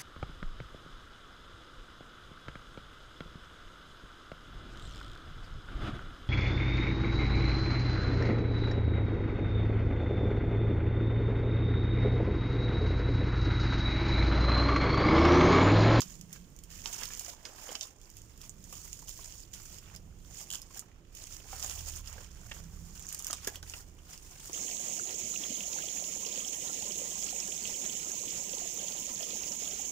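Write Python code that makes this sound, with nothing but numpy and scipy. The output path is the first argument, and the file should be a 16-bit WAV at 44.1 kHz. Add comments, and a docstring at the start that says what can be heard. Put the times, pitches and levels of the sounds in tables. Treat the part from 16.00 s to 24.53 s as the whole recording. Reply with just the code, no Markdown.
"""Unwrapping a box in bubble wrap

Hands turn and unwrap a box on a table in a small room, close to a phone with two unlike microphones.
The film buckles in swarms of tiny crackles and louder snaps; air pockets and box panels pop under the
fingers, tape lets go in a short run of slips and scissors shear the film.
Traffic rumbles through the walls and a far engine revs three times."""
import sys
import numpy as np
from scipy import signal
from scipy.fft import rfft, irfft, next_fast_len
from scipy.io import wavfile
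from scipy.ndimage import uniform_filter1d, map_coordinates

SR = 44100
rng = np.random.default_rng(int(sys.argv[2]) if len(sys.argv) > 2 else 0)


def log_audio(samples):
    """Write samples as a 16-bit WAV file to the path given in sys.argv[1]."""
    # one column per channel
    frames = np.atleast_2d(samples).T
    # limit to full scale, then quantise
    limited = np.clip(frames, -1, 1)
    pcm = np.round(limited * 32767).astype(np.int16)
    wavfile.write(sys.argv[1], SR, pcm)


N = 376173

# each grasp, pull or turn of the wrap: full_at_s, rise_s, hold_s, crackle_db, creak_db
HAND_MOVES = [(0.034, 0.061, 0.11, -49.5, -61.5), (0.332, 0.045, 0.035, -53.5, -55),
              (0.715, 0.024, 0.17, -47.5, -58), (0.875, 0.042, .43, -42, -52.5),
              (1.014, 0.072, 0.015, -43.5, -41.5), (1.457, 0.15, 0.034, -54.5, -48.5),
              (1.614, 0.14, 0.14, -47, -49), (1.81, 0.03, 0.04, -45, -52.5), (2.034, 0.11, 0.47, -59, -67),
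              (2.406, 0.017, 0.062, -52.5, -59.5), (2.739, 0.13, 0.26, -48, -61),
              (3.087, 0.052, 0.33, -46, -59), (3.541, 0.037, 0.24, -49, -59.5),
              (3.833, 0.031, 0.12, -55.5, -53.5), (4.389, 0.11, 0.03, -43, -55.5),
              (4.536, 0.045, 0.027, -43, -50), (4.774, 0.1, 0.0096, -46.5, -53.5),
              (5.191, 0.06, 0.19, -47.5, -58.5), (5.528, 0.081, 0.16, -42, -48),
              (5.616, 0.035, 0.36, -42, -52.5), (6.086, 0.074, 0.15, -50.5, -50),
              (6.529, 0.32, 0.063, -51, -54.5), (7.09, 0.51, 0.22, -51, -56.5),
              (7.276, 0.067, 0.045, -47, -49), (7.434, 0.13, 0.11, -49.5, -51.5),
              (7.68, 0.036, 0.12, -50, -58.5), (8.11, 0.069, 0.019, -49.5, -52.5),
              (8.52, 0.4, .05, -46.5, -55.5)]
# single loud buckles: start_s, level_db, bright_edge_relative_db
FILM_SNAPS = [(0.0054, -18.5, -2), (0.018, -17.5, -7), (0.212, -33.5, -3.5), (0.3289, -36, 8),
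              (0.5035, -57, 7), (0.564, -51, 6), (0.589, -38.5, -2), (0.637, -41.5, 4.5), (0.704, -36, -9),
              (0.8585, -19, -19), (0.9293, -30.5, 2.5), (0.962, -36, -3), (1.034, -25, -5),
              (1.055, -26, -5), (1.0878, -34, 0), (1.1356, -36, 5.5), (1.195, -31.5, 7.5),
              (1.453, -25.5, -15), (1.7537, -22, -16), (1.8108, -20, -28), (1.8316, -23, -12),
              (2.015, -43.5, -2), (2.1014, -47, 6.5), (2.169, -43, 8.5), (2.218, -45, 4), (2.377, -46, 3),
              (2.415, -36, -1), (2.4946, -42.5, 9.5), (2.641, -44, 7), (2.7264, -32.5, 0.5),
              (2.93, -30, -0.5), (3.259, -44, 9), (3.5375, -31, 1.5), (3.785, -37.5, -1), (3.962, -33, -3),
              (4.6178, -33, 1.5), (4.794, -38.5, 13.5), (5.151, -46, 14.5), (5.627, -21, -8),
              (5.71, -32.5, 4), (6.9955, -43.5, 10.5), (7.026, -45, 8), (7.089, -37, 11), (7.1267, -36, 11),
              (7.147, -34, 10), (7.19, -42.5, 12), (7.194, -35, 5), (7.2245, -42, 10), (7.246, -32.5, 6),
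              (7.268, -29.5, 6), (7.309, -27, 1), (7.33, -19.5, -0.5), (7.447, -26.5, -6),
              (7.4716, -27, 1.5), (7.475, -24, 4), (7.5573, -28.5, -3), (7.628, -32, -3.5),
              (7.698, -34, 1.5), (7.738, -32, -8), (8.177, -37, -4)]
# air pockets and box panels popping under the fingers: start_s, level_db, pitch_hz
FINGER_POPS = [(0.019, -35, 1196), (0.857, -34, 940), (1.021, -32, 1680), (1.104, -35, 1750),
               (1.454, -35, 2164), (1.69, -35, 518), (1.69, -31.5, 3110), (1.704, -40, 480),
               (1.752, -37, 1230), (1.752, -29.5, 2900), (2.727, -38.5, 1200), (3.025, -44.5, 904),
               (3.191, -43, 1010), (4.31, -50, 795), (4.706, -45.5, 1104), (4.76, -44, 757),
               (4.823, -45.5, 1280), (5.53, -32, 775), (6.18, -35, 1690), (6.514, -29, 1814),
               (6.517, -30, 2786), (7.302, -31, 1300), (7.329, -27.5, 1180), (7.473, -30, 372),
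               (7.4743, -26.5, 1690), (7.629, -38, 1480), (7.737, -28.5, 2800), (8.496, -40.5, 380)]
# tape letting go of the film: start_s, level_db
TAPE_SLIPS = [(4.503, -23.5), (4.513, -26.5), (4.526, -27.5), (4.5359, -24.5), (4.547, -27),
              (4.5545, -26.5)]
# resonances of the taped panel: centre_hz, width_hz, gain_db
PANEL_MODES = [(1550, 110, -6), (3100, 360, 8), (5500, 5100, 1), (11000, 5800, 0.5)]
# the wrap drifting towards the left microphone: time_s, left_gain_db
WRAP_DRIFT = [(0, -5), (2, -2), (6.5, -2.5), (8.53, 3.5)]
# decay of the small room: frequency_hz, t60_s
ROOM_DECAY = [(300, 0.12), (3000, 0.13), (12000, 0.019)]
# the far engine at the top of each rev: time_s, firing_hz, level_db
ENGINE_REVS = [(5.87, 39.55, -49.5), (6.73, 37.59, -52.5), (7.661, 42.3, -53.5)]
# harmonics of the firing rate: multiple, gain_db
ENGINE_ORDERS = [(1, -0.5), (2, 2.5), (3, -9.5)]
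# traffic heard through the walls: time_s, rumble_db, drone_db
TRAFFIC_LEVELS = [(0.15, -57, -52.5), (0.7, -52.5, -56), (1.88, -61, -84), (2.18, -53.5, -69),
                  (2.62, -54.5, -55), (3.28, -53.5, -69), (4.03, -50.5, -56.5), (4.8, -58.5, -65),
                  (5.82, -49.5, -67), (6.78, -52, -50.5), (7.22, -58.5, -63), (8.5, -56, -62.5)]
# spectra of traffic rumble, traffic drone and room tone: frequency_hz, relative_density_db
RUMBLE_SPECTRUM = [(12, -52), (24, 1), (38, -3.5), (120, -9), (300, -63)]
DRONE_SPECTRUM = [(90, -20), (170, -1), (230, -17), (500, -37.5)]
ROOM_TONE_SPECTRUM = [(20, -8.5), (350, 0), (800, -11.5), (2000, -17), (4000, -20.5), (9000, -78)]
# how alike the background is at the two microphones: frequency_hz, correlation
MIC_LIKENESS = [(100, 0.94), (350, 0.9), (800, 0.27), (1400, 0.026)]
# colour of each channel (microphone resonances, then treble cut off near 15.8 kHz): frequency_hz, gain_db
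LEFT_COLOUR = [(20, -4.5), (2200, -8), (3100, -6), (4000, -10), (5200, -4.5), (6500, -3.5), (8300, 2.5),
               (9500, -4), (14000, -12.5), (15100, -3), (15750, -9), (15950, -83)]
RIGHT_COLOUR = [(20, 3.5), (2200, -3.5), (3100, -1), (4000, -6), (4600, -0.5), (5200, 4.5), (6000, 6),
                (7000, 11.5), (8000, -2.5), (10500, -5), (13500, -4.5), (15000, 6), (15750, -21),
                (15950, -40)]


def crackle():
    """Close up, each move of the hands sets off bright buckles with their hiss, and duller creaks."""
    folds = rng.random(N) * (rng.random(N) < 30 / SR)  # about 30 folds give way a second
    runs = signal.lfilter([1], [1, -np.exp(-1 / (0.017 * SR))], folds)  # each starts a fading run
    clump_db = 5 * runs + 1.5 * wobble(140)
    bright = buckles(count=11000, lo_hz=2610, hi_hz=17400, cycles=3.5, spread_db=3.5, drift=0.3, size=64)
    creases = buckles(count=700, lo_hz=5030, hi_hz=14200, cycles=0.68, spread_db=3.5, drift=0, size=24)
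    hiss = unit(band(rng.standard_normal((2, N)), 2700, 19100))
    dull = buckles(count=6500, lo_hz=700, hi_hz=2984, cycles=2.75, spread_db=3.5, drift=0.271, size=512)
    rub = unit(band(rng.standard_normal((2, N)), 470, 4030))  # film gliding on film
    crackles = unit(amp(clump_db) * (bright + amp(2) * hiss + amp(-6) * creases))
    creaks = unit(amp(clump_db + 1.44 * wobble(25)) * (dull + amp(-3.5) * rub))
    crackle_gain, creak_gain = hand_gains()
    return crackle_gain * crackles + creak_gain * creaks


def buckles(count, lo_hz, hi_hz, cycles, spread_db, drift, size):
    """Film buckles as damped flicks of size samples; with drift, pitch wanders as folds change size."""
    when, pitch, phase, force, side = rng.random((count, 5)).T[:, :, None]
    fold = wobble(14)[(when * N).astype(int)]
    hz = np.minimum(lo_hz * (hi_hz / lo_hz) ** pitch * np.exp(drift * fold), SR / 2)
    t = np.arange(size) / SR
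    flick = np.sin(2 * np.pi * (hz * t + phase)) * np.exp(-hz * t / cycles) * np.sqrt(hz)
    strength = amp(-spread_db * np.log(1 - 0.993 * force))  # most are small, a few far larger
    return unit(place(when * N / SR, flick * strength, lag=24 * side - 17))


def hand_gains():
    """Gains of crackle and creak: every move climbs, slackens while held and lets go; powers add."""
    full_at_s, rise_s, hold_s, crackle_db, creak_db = np.array(HAND_MOVES).T[:, :, None]
    rise_db, sag_db_per_s, release_db_per_s = 14, 10, 231
    grid = np.arange(0, N + 32, 32)
    t = grid / SR - full_at_s
    shape_db = (rise_db * np.minimum(t, 0) / rise_s
                - sag_db_per_s * np.maximum(t, 0)
                - release_db_per_s * np.maximum(t - hold_s, 0))

    def gain(move_db, settling_db):  # between moves the film settles by itself
        power = (amp(move_db + shape_db) ** 2).sum(0) + amp(settling_db) ** 2
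        return np.interp(np.arange(N), grid, np.sqrt(power))
    return gain(crackle_db, settling_db=-75), gain(creak_db, settling_db=-66.5)


def snaps():
    """Each snap is a sharp crack that rings one patch of film, with a faint rattling tail."""
    start_s, level_db, edge_db = np.array(FILM_SNAPS).T[:, :, None]
    t = np.arange(1200) / SR
    noise = rng.standard_normal((len(start_s), 4, len(t)))
    rattle = amp(11.6 * uniform_filter1d(noise[:, 2], 20))  # smaller buckles follow unevenly
    envelope = decay(t, 0.0047) + 0.21 * rattle * decay(t, 0.1)
    crack = np.sign(noise[:, :2]) * envelope[:, None]  # full swing from the first instant
    crack[:, :, 0] = 4.3  # the break itself
    patch_hz = 4600 * np.exp(0.36 * noise[:, 3, :1])
    patch = 0.24 * np.sin(2 * np.pi * patch_hz * t) * decay(t, 0.039)
    lag = 5 * noise[:, 3, 1] - 5
    core = place(start_s, amp(level_db) * (crack[:, 0] + patch), lag)
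    edge = place(start_s, amp(level_db + edge_db) * crack[:, 1], lag)
    return band(core, 2700, 5880) + band(edge, 5930, 14700)


def pops():
    """A pocket or panel rings briefly at its pitch and one overtone, roughened by the film around it."""
    start_s, level_db, pitch_hz = np.array(FINGER_POPS).T[:, :, None]
    t = np.arange(1500) / SR
    noise = rng.standard_normal((len(start_s), len(t)))
    phase = 2 * np.pi * pitch_hz * t + 0.056 * np.cumsum(noise, 1)
    ring = (np.sin(phase) + 0.3 * np.sin(1.2 * phase)) * decay(t, 1 / (pitch_hz / 70 + 16))
    scuff = 2.38 * uniform_filter1d(noise, 13) * np.cos(phase) * decay(t, 0.048)
    attack = 1 - np.exp(-t / 0.00031)
    popping = place(start_s, amp(level_db) * (ring + scuff) * attack, lag=3 * noise[:, 0] - 5)
    return band(popping, 183, 6200)


def tape():
    """Each slip of the tape cracks into the resonances of the taped panel."""
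    start_s, level_db = np.array(TAPE_SLIPS).T[:, :, None]
    t = np.arange(600) / SR
    noise = rng.standard_normal((len(start_s), len(t)))
    crack = np.sign(noise) * decay(t, 0.0048) + 0.41 * noise * decay(t, 0.026)

    def panel(hz):
        return sum((-1) ** k * amp(db) * 1j * hz * width / (centre ** 2 - hz ** 2 + 1j * hz * width)
                   for k, (centre, width, db) in enumerate(PANEL_MODES))
    return filtered(place(start_s, amp(level_db) * crack, lag=-4), panel)


def scissors(start_s=6.93, length_s=0.48, level_db=-54):
    """Blades shear the film: a dry, narrow-band run of tiny ticks that grows as they close."""
    closed = np.clip((np.arange(N) / SR - start_s) / length_s, 0, 1)
    grit = buckles(count=9000, lo_hz=5900, hi_hz=7300, cycles=5, spread_db=6, drift=0, size=96)
    return amp(level_db) * np.sqrt(closed) * (closed < 1) * grit


def room(x):
    """The small room answers with a short tail, duller as it dies, fresh each third of a second."""
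    wet = np.zeros((2, N + SR))
    block, delay = SR // 3, 120  # samples
    for at in range(0, N, block):
        hz, t, noise = signal.stft(rng.standard_normal((2, SR // 5)), SR, nperseg=128)
        tail = signal.istft(noise * decay(t, along(ROOM_DECAY, hz)[:, None]), SR, nperseg=128)[1]
        tail /= np.linalg.norm(tail[0])
        answer = signal.fftconvolve(x[:, at:at + block].mean(0)[None], tail, axes=1)
        wet[:, at + delay:at + delay + answer.shape[1]] += answer
    return wet[:, :N]


def engine(fade_db_per_hz=1):
    """A far engine's unsteady firing orders; speed and level fall away on both sides of each rev."""
    top_s, top_hz, top_db = np.array(ENGINE_REVS).T[:, :, None]
    drop_hz = 29.95 * np.abs(np.arange(N) / SR - top_s) ** 1.5
    firing_hz = np.maximum((top_hz - drop_hz).max(0), 20)
    gain = amp(top_db - fade_db_per_hz * drop_hz).max(0)
    phase = 2 * np.pi * np.cumsum(firing_hz) / SR + 0.12 * wobble(7.6)
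    orders = sum(amp(db) * np.sin(multiple * phase) for multiple, db in ENGINE_ORDERS)
    return gain * amp(0.82 * wobble(9.6)) * orders


def street():
    """Through the walls, traffic rumble and drone swell separately over the steady room tone."""
    rumble_db, drone_db = curves(TRAFFIC_LEVELS)
    traffic = amp(rumble_db) * ambience(RUMBLE_SPECTRUM) + amp(drone_db) * ambience(DRONE_SPECTRUM)
    return traffic + amp(-61.5) * ambience(ROOM_TONE_SPECTRUM)


def ambience(spectrum):
    """Background noise of rms 1, alike at the two microphones in the bass only."""
    def response(hz):
        angle = np.arccos(along(MIC_LIKENESS, hz)) / 2
        return amp(along(spectrum, hz)) * [np.cos(angle), np.sin(angle)]
    mid, side = filtered(rng.standard_normal((2, N)), response)
    return unit(np.array([mid + side, mid - side]))


def place(start_s, sounds, lag):
    """Sums one sound a row into both microphones; the left hears it lag samples later (minus: sooner)."""
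    right = np.round(start_s * SR).astype(int) + np.arange(sounds.shape[1])
    left = np.maximum(right + np.round(lag).astype(int).reshape(-1, 1), 0)
    return np.array([np.bincount(at.ravel(), sounds.ravel(), N + SR)[:N] for at in (left, right)])


def amp(db):
    """Gain of a level in dB."""
    return 10 ** (np.asarray(db) / 20)


def decay(t, t60_s):
    """An envelope that falls 60 dB in t60_s."""
    return amp(-60 * t / t60_s)


def unit(x):
    """x at rms 1."""
    return x / np.sqrt(np.mean(x ** 2) + 1e-20)


def along(points, hz):
    """Rows of frequency_hz, value, read at hz on a log axis."""
    point_hz, values = np.transpose(points)
    return np.interp(np.log(hz + 1), np.log(point_hz + 1), values)


def curves(rows):
    """Each column after time_s, read at every sample."""
    time_s, *columns = np.transpose(rows)
    return [np.interp(np.arange(N) / SR, time_s, column) for column in columns]


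def wobble(rate):
    """A smooth random curve, rate knots a second."""
    knots = rng.standard_normal(int(N * rate / SR) + 4)
    return map_coordinates(knots, [np.arange(N) * rate / SR])


def filtered(x, response):
    """x through a complex response of frequency."""
    size = next_fast_len(N + SR // 2)
    return irfft(rfft(x, size) * response(np.fft.rfftfreq(size, 1 / SR)), size)[..., :N]


def band(x, lo_hz, hi_hz):
    """A causal band-pass."""
    return signal.sosfilt(signal.butter(2, [lo_hz, hi_hz], "band", fs=SR, output="sos"), x)


def channel(colour, hz):
    """Causal response of one channel, made by folding the cepstrum of its colour."""
    cepstrum = irfft(np.log(amp(along(colour, hz))))
    half = len(cepstrum) // 2
    return np.exp(rfft(np.r_[cepstrum[0], 2 * cepstrum[1:half], np.zeros(len(cepstrum) - half)]))


def scene():
    """The wrap close by on the table, the room around it, engine and street outside."""
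    wrap = crackle() + snaps() + pops() + tape() + scissors()
    wrap[0] *= amp(curves(WRAP_DRIFT)[0])
    return wrap + amp(-10.5) * room(wrap) + engine() + street()


def record(dry):
    """Each of the phone's microphones adds its resonances; then the treble is cut off near 15.8 kHz."""
    def response(hz):
        return np.array([channel(LEFT_COLOUR, hz), channel(RIGHT_COLOUR, hz)]) * (hz < 16650)
    return filtered(dry, response)


dry = scene()
out = record(dry)
log_audio(out)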